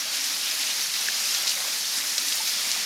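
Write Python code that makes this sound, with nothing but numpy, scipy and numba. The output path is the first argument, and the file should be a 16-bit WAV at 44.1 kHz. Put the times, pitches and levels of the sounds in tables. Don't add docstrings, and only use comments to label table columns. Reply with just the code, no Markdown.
import sys
import numpy as np
from scipy import signal
from scipy.fft import rfft, irfft
from scipy.io import wavfile
from scipy.ndimage import uniform_filter1d
from numba import njit

SR = 44100
rng = np.random.default_rng(int(sys.argv[2]) if len(sys.argv) > 2 else 0)


def waveform_to_disk(signal):
    frames = np.transpose(np.atleast_2d(signal))
    scaled = np.clip(frames, -1, 1) * 32767
    samples = np.round(scaled).astype(np.int16)
    wavfile.write(sys.argv[1], SR, samples)


N = 125685


def undb(db):
    return 10 ** (np.asarray(db) / 20)


def level(x, db):
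    return x * undb(db) / np.sqrt(np.mean(x ** 2))


@njit
def grains(n, start, step, cycles, glide, rise, size):
    out = np.zeros(n)
    for k in range(len(start)):
        first = int(start[k])
        length = cycles[k] / step[k]
        for j in range(min(int(length), n - first - 1)):
            age = j + 1 - (start[k] - first)
            cycle = age * step[k]
            decay = np.exp(-np.log(1000) * age / length)
            envelope = decay * min(cycle / rise, 1.)
            phase = 2 * np.pi * cycle * (1 + glide[k] * age / length)
            out[first + 1 + j] += size[k] * envelope * np.sin(phase)
    return out


def band(x, hz, width_hz):
    b, a = signal.iirpeak(min(hz, .45 * SR), hz / width_hz, fs=SR)
    return signal.lfilter(b, a, x)


def walk(rate):
    hold = int(SR / rate)
    steps = np.repeat(rng.standard_normal(N // hold + 1), hold)
    smooth = uniform_filter1d(uniform_filter1d(steps, hold), hold)[:N]
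    return (smooth - smooth.mean()) / smooth.std()


# frequency_hz [Hz], level_db [dB per Hz]
WATER_SPECTRUM = [(24, -60), (50, -53), (80, -40), (110, -29.5), (197, -15), (267, -14.5), (401, -18),
                  (616, -13.5), (972, -12.5), (2080, -6), (3040, -5.5), (4000, -2.5), (5200, 0),
                  (6000, -1.5), (6900, -4), (7900, -9), (9700, -8), (12200, -9.5), (14600, -16),
                  (15500, -21), (17000, -44)]


def colour(x, low_hz):
    f = np.arange(1, N // 2 + 2) * SR / N
    spectrum = rfft(x)
    table_hz, table_db = np.array(WATER_SPECTRUM).T
    power = uniform_filter1d(np.abs(spectrum) ** 2, size=1501)
    own = np.sqrt(power * (1 + (low_hz / f) ** 4))
    target = undb(np.interp(np.log(f), np.log(table_hz), table_db))
    return irfft(spectrum / own * target, N)


LARGEST_GRAIN = 2.2


def shower(per_s, scatter_db, cycles, glide, low_hz, high_hz):
    moment, pitch, chance, sign = rng.random((20000, 4))[:int(per_s * N / SR)].T
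    hz = low_hz * (high_hz / low_hz) ** pitch
    size_db = scatter_db * np.minimum(-np.log(1 - chance), LARGEST_GRAIN)
    size = undb(size_db) * np.sign(sign - .5)
    return grains(N, moment * N, hz / SR, cycles + 0 * hz, glide + 0 * hz, .5, size)


# start_s [s], level_db [dB, before rise and decay], pitch_hz [Hz]
THUMP_TABLE = [(2.025, -63, 65), (2.175, -54, 60), (2.5, -58, 65), (2.718, -48, 55)]


def thumps():
    start_s, level_db, pitch_hz = np.array(THUMP_TABLE).T
    none = 0 * start_s
    return grains(N, start_s * SR, pitch_hz / SR, 5.1 + none, none, 1., undb(level_db))


HUM_HZ, HUM_WAVER_HZ, HUM_WAVER_DB = 272.6, 5.9, 1.6
# time_s [s], level_db [dB]
HUM_LEVEL = [(0, -80), (.15, -80), (.2, -58), (.4, -56), (.45, -80), (2.85, -80)]


def hollow():
    t = np.arange(N) / SR
    pitch_hz = HUM_HZ + HUM_WAVER_HZ * walk(7.4)
    hum = np.sin(2 * np.pi * np.cumsum(pitch_hz) / SR) * np.sqrt(2)
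    time_s, level_db = np.array(HUM_LEVEL).T
    return hum * undb(np.interp(t, time_s, level_db) + HUM_WAVER_DB * walk(11.8))


NEIGHBOUR_DB, FLICKER_DB = .05, 1


def hiss():
    spectrum = rfft(rng.standard_normal(N))
    octave = np.log2(np.arange(1, N // 2 + 2) * SR / N)
    out, near = 0, walk(9)
    for centre in np.arange(4, 15, .5):
        near = (near + walk(11.03)) / np.sqrt(2)
        weight = np.clip(1 - 2 * np.abs(octave - centre), 0, 1)
        part = irfft(spectrum * weight, N)
        out = out + part * undb(NEIGHBOUR_DB * near + FLICKER_DB * walk(22.01))
    return out


HISS_DB, SPRAY_DB, FIZZ_DB, RING_DB = -2.5, -9.5, -11.5, -11
CLUMP_DB, CLUMP_PER_S = 1.5, 8.94
TILT_HZ = 6500
TREBLE_FOLLOWS, MEAN_FLOW_DB = .5, -26.5
# time_s [s], level_db [dB], treble_lift_db [dB]
FLOW_TABLE = [(0.0, -26, -0.5), (0.05, -28, -2), (0.11, -27, -2), (0.15, -26, 2), (0.2, -26.5, -1),
              (0.26, -27, 2), (0.4, -26.5, -1), (0.55, -27.5, 0.5), (0.62, -26, -0.5), (0.665, -26, 0.5),
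              (0.7, -25, -1), (0.74, -27, 0.5), (0.81, -25.5, 1), (0.91, -29, -0.5), (0.96, -25, 0),
              (1.05, -26, 0), (1.14, -25, -1), (1.22, -27, 1.5), (1.34, -25, 0), (1.45, -26.5, -0.5),
              (1.49, -27, 1), (1.54, -26.5, 1), (1.66, -26.5, 1), (1.7, -25.5, 0.5), (1.89, -28, 1),
              (1.99, -26, 0.5), (2.04, -27.5, 2), (2.19, -26.5, 1.5), (2.25, -26.5, 1), (2.29, -26, 3.5),
              (2.41, -26.5, 0.5), (2.48, -25.5, 2.5), (2.53, -26.5, 3), (2.6, -25.5, 1.5), (2.67, -25.5, 2),
              (2.85, -26.5, -1.5)]


def trickle():
    spray = shower(3000, 1.5, cycles=3.6, glide=0., low_hz=900, high_hz=9000)
    spray = band(colour(spray, 900), 3500, 4000) * undb(CLUMP_DB * walk(CLUMP_PER_S))
    fizz = shower(900, 2, cycles=28, glide=.18, low_hz=440.6, high_hz=8980)
    fizz = fizz * undb(CLUMP_DB * walk(CLUMP_PER_S))
    fizz = band(colour(fizz, 530), 1800, 4800)
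    ring = shower(250, 2.5, cycles=204, glide=.022, low_hz=588, high_hz=8260)
    ring = band(colour(ring, 440), 2100, 6400)
    water = level(colour(hiss(), 1), HISS_DB) + level(spray, SPRAY_DB)
    water = water + level(fizz, FIZZ_DB) + level(ring, RING_DB)

    t = np.arange(N) / SR
    time_s, level_db, treble_lift_db = np.array(FLOW_TABLE).T
    flow_db = np.interp(t, time_s, level_db)
    lift_db = np.interp(t, time_s, treble_lift_db)
    treble_db = MEAN_FLOW_DB + TREBLE_FOLLOWS * (flow_db - MEAN_FLOW_DB) + lift_db
    low = signal.filtfilt(*signal.butter(2, TILT_HZ, fs=SR), water)
    return low * undb(flow_db) + (water - low) * undb(treble_db)


CLUSTER_SPREAD = .3
CLUSTER_CYCLES, CLUSTER_GLIDE, CLUSTER_SCATTER_DB = 18, .13, 1
# middle_s [s], length_s [s], pitch_hz [Hz], level_db [dB rms over the length]
CLUSTER_TABLE = [(0.164, 0.038, 2800, -36), (0.346, 0.022, 4230, -36), (0.491, .06, 2800, -34.5),
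                 (0.616, .05, 2460, -35), (0.697, 0.029, 2800, -33), (0.811, 0.063, 4400, -35),
                 (0.953, .04, 4240, -47), (1.132, 0.028, 3950, -35), (1.409, 0.08, 718, -49),
                 (1.464, 0.027, 1150, -46), (1.63, 0.092, 630, -47), (1.624, .05, 1060, -45),
                 (1.995, 0.032, 1900, -38.5), (2.0, .04, 268, -53), (2.086, .04, 4800, -34),
                 (2.455, .03, 5200, -35), (2.49, 0.029, 5170, -29), (2.259, 0.043, 300, -50),
                 (2.72, 0.094, 231, -56), (2.767, 0.028, 776, -45.5)]


def clusters():
    out = np.zeros(N)
    for middle_s, length_s, pitch_hz, level_db in CLUSTER_TABLE:
        count = max(4, int(length_s * pitch_hz / 3))
        early, late, detune, chance = rng.random((60, 4))[:count].T
        start_s = middle_s + length_s * (early + late - 1.1)
        hz = pitch_hz * 2 ** (CLUSTER_SPREAD * (2 * detune - 1))
        size = undb(-CLUSTER_SCATTER_DB * np.log(1 - chance))
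        bunch = grains(N, start_s * SR, hz / SR, CLUSTER_CYCLES + 0 * hz,
                       CLUSTER_GLIDE + 0 * hz, .94, size)
        out += bunch * undb(level_db) * np.sqrt(length_s * SR / np.sum(bunch ** 2))
    return out


PLOP_RISE_CYCLES = 4.
# start_s [s], level_db [dB, before rise and decay], pitch_hz [Hz],
# fade_cycles [cycles to fall 60 dB], glide [upward share of the pitch]
PLOP_TABLE = [(.053, -37.5, 633, 64, .05), (.525, -40, 623, 70, 0.027), (.595, -39, 271, 30, 0.018),
              (1.085, -3, 1680, 16.7, 0.027), (1.0855, -8, 2400, 14, 0.22), (1.087, -18, 3500, 19, .1),
              (1.347, -11, 4000, 48, .02), (2.1815, -11, 3900, 47, 0.081), (2.185, -20, 4300, 34, .5),
              (1.518, -11.5, 2860, 23, .05), (1.846, -21, 3600, 90, .02), (1.926, -29, 3800, 81, .05),
              (2.011, -26, 3800, 120, .02), (2.178, -27.5, 567, 18, 0.067), (2.321, -14, 2540, 20, 0.3),
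              (2.323, -21, 1990, 25, .1), (2.401, -25.5, 874, 55, 0.026)]


def plops():
    start_s, level_db, pitch_hz, fade_cycles, glide = np.array(PLOP_TABLE).T
    return grains(N, start_s * SR, pitch_hz / SR, fade_cycles, glide, PLOP_RISE_CYCLES, undb(level_db))


SMACK_CYCLES, SMACK_RISE_CYCLES = 5.2, .9
ECHO_S, ECHO_DB = .0021, -5
SPATTER_WIDTH = .6
SPATTER_T60_S = .11
QUICK_T60_S, QUICK_DB = .015, -2
# [dB rms, before fade and low cut]
DROP_TABLE = [(.2412, -17, 5000, -30), (.4864, -21, 3400, -36), (.5121, -14, 4400, -31),
              (.6299, -18, 4000, -29), (.9397, -16, 4500, -29), (1.0850, -17, 4500, -36),
              (1.3469, -9.5, 4500, -27), (1.3617, -15, 5000, -32), (1.4248, -18, 8000, -34),
              (1.4706, -13, 4200, -27), (1.4775, -7.5, 5000, -26), (1.4929, -13, 4800, -24),
              (1.5050, -17, 4500, -27), (1.8094, -16, 5000, -35), (1.8568, -15, 5500, -35),
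              (1.9855, -15, 5000, -30), (2.1808, -6, 4900, -25), (2.2846, -10, 5400, -30),
              (2.3237, -12, 3300, -30), (2.3540, -20, 11000, -31), (2.4742, -14, 5000, -28),
              (2.7162, -4.5, 5200, -28)]


def drops():
    start_s, level_db, pitch_hz, spatter_db = np.array(DROP_TABLE).T
    none = 0 * start_s
    onset_s = start_s - SMACK_RISE_CYCLES / pitch_hz
    size = undb(level_db + 60 * SMACK_RISE_CYCLES / SMACK_CYCLES)
    smack = grains(N, onset_s * SR, pitch_hz / SR, SMACK_CYCLES + none, none, SMACK_RISE_CYCLES, size)
    echo = band(np.roll(smack, int(ECHO_S * SR)), 4000, 2500)
    out = smack + undb(ECHO_DB) * echo

    t = np.arange(4000) / SR
    fade = undb(-60 * t / SPATTER_T60_S) + undb(QUICK_DB - 60 * t / QUICK_T60_S)
    for start, hz, db in zip(start_s, pitch_hz, spatter_db):
        burst = band(rng.standard_normal(len(t)), hz, SPATTER_WIDTH * hz)
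        burst = level(band(burst, hz, 2 * SPATTER_WIDTH * hz), db)
        i = int(start * SR)
        out[i:i + len(t)] += (burst * fade)[:N - i]
    low_cut = signal.butter(2, 1200, "high", fs=SR, output="sos")
    return signal.sosfilt(low_cut, out)


def scene():
    background = thumps() + hollow()
    water = trickle() + clusters() + plops() + drops()
    return (background + water)[None]


def record(dry):
    top_cut = signal.ellip(10, .2, 80, 17200, fs=SR, output="sos")
    return signal.sosfilt(top_cut, dry)


dry = scene()
out = record(dry)
waveform_to_disk(out)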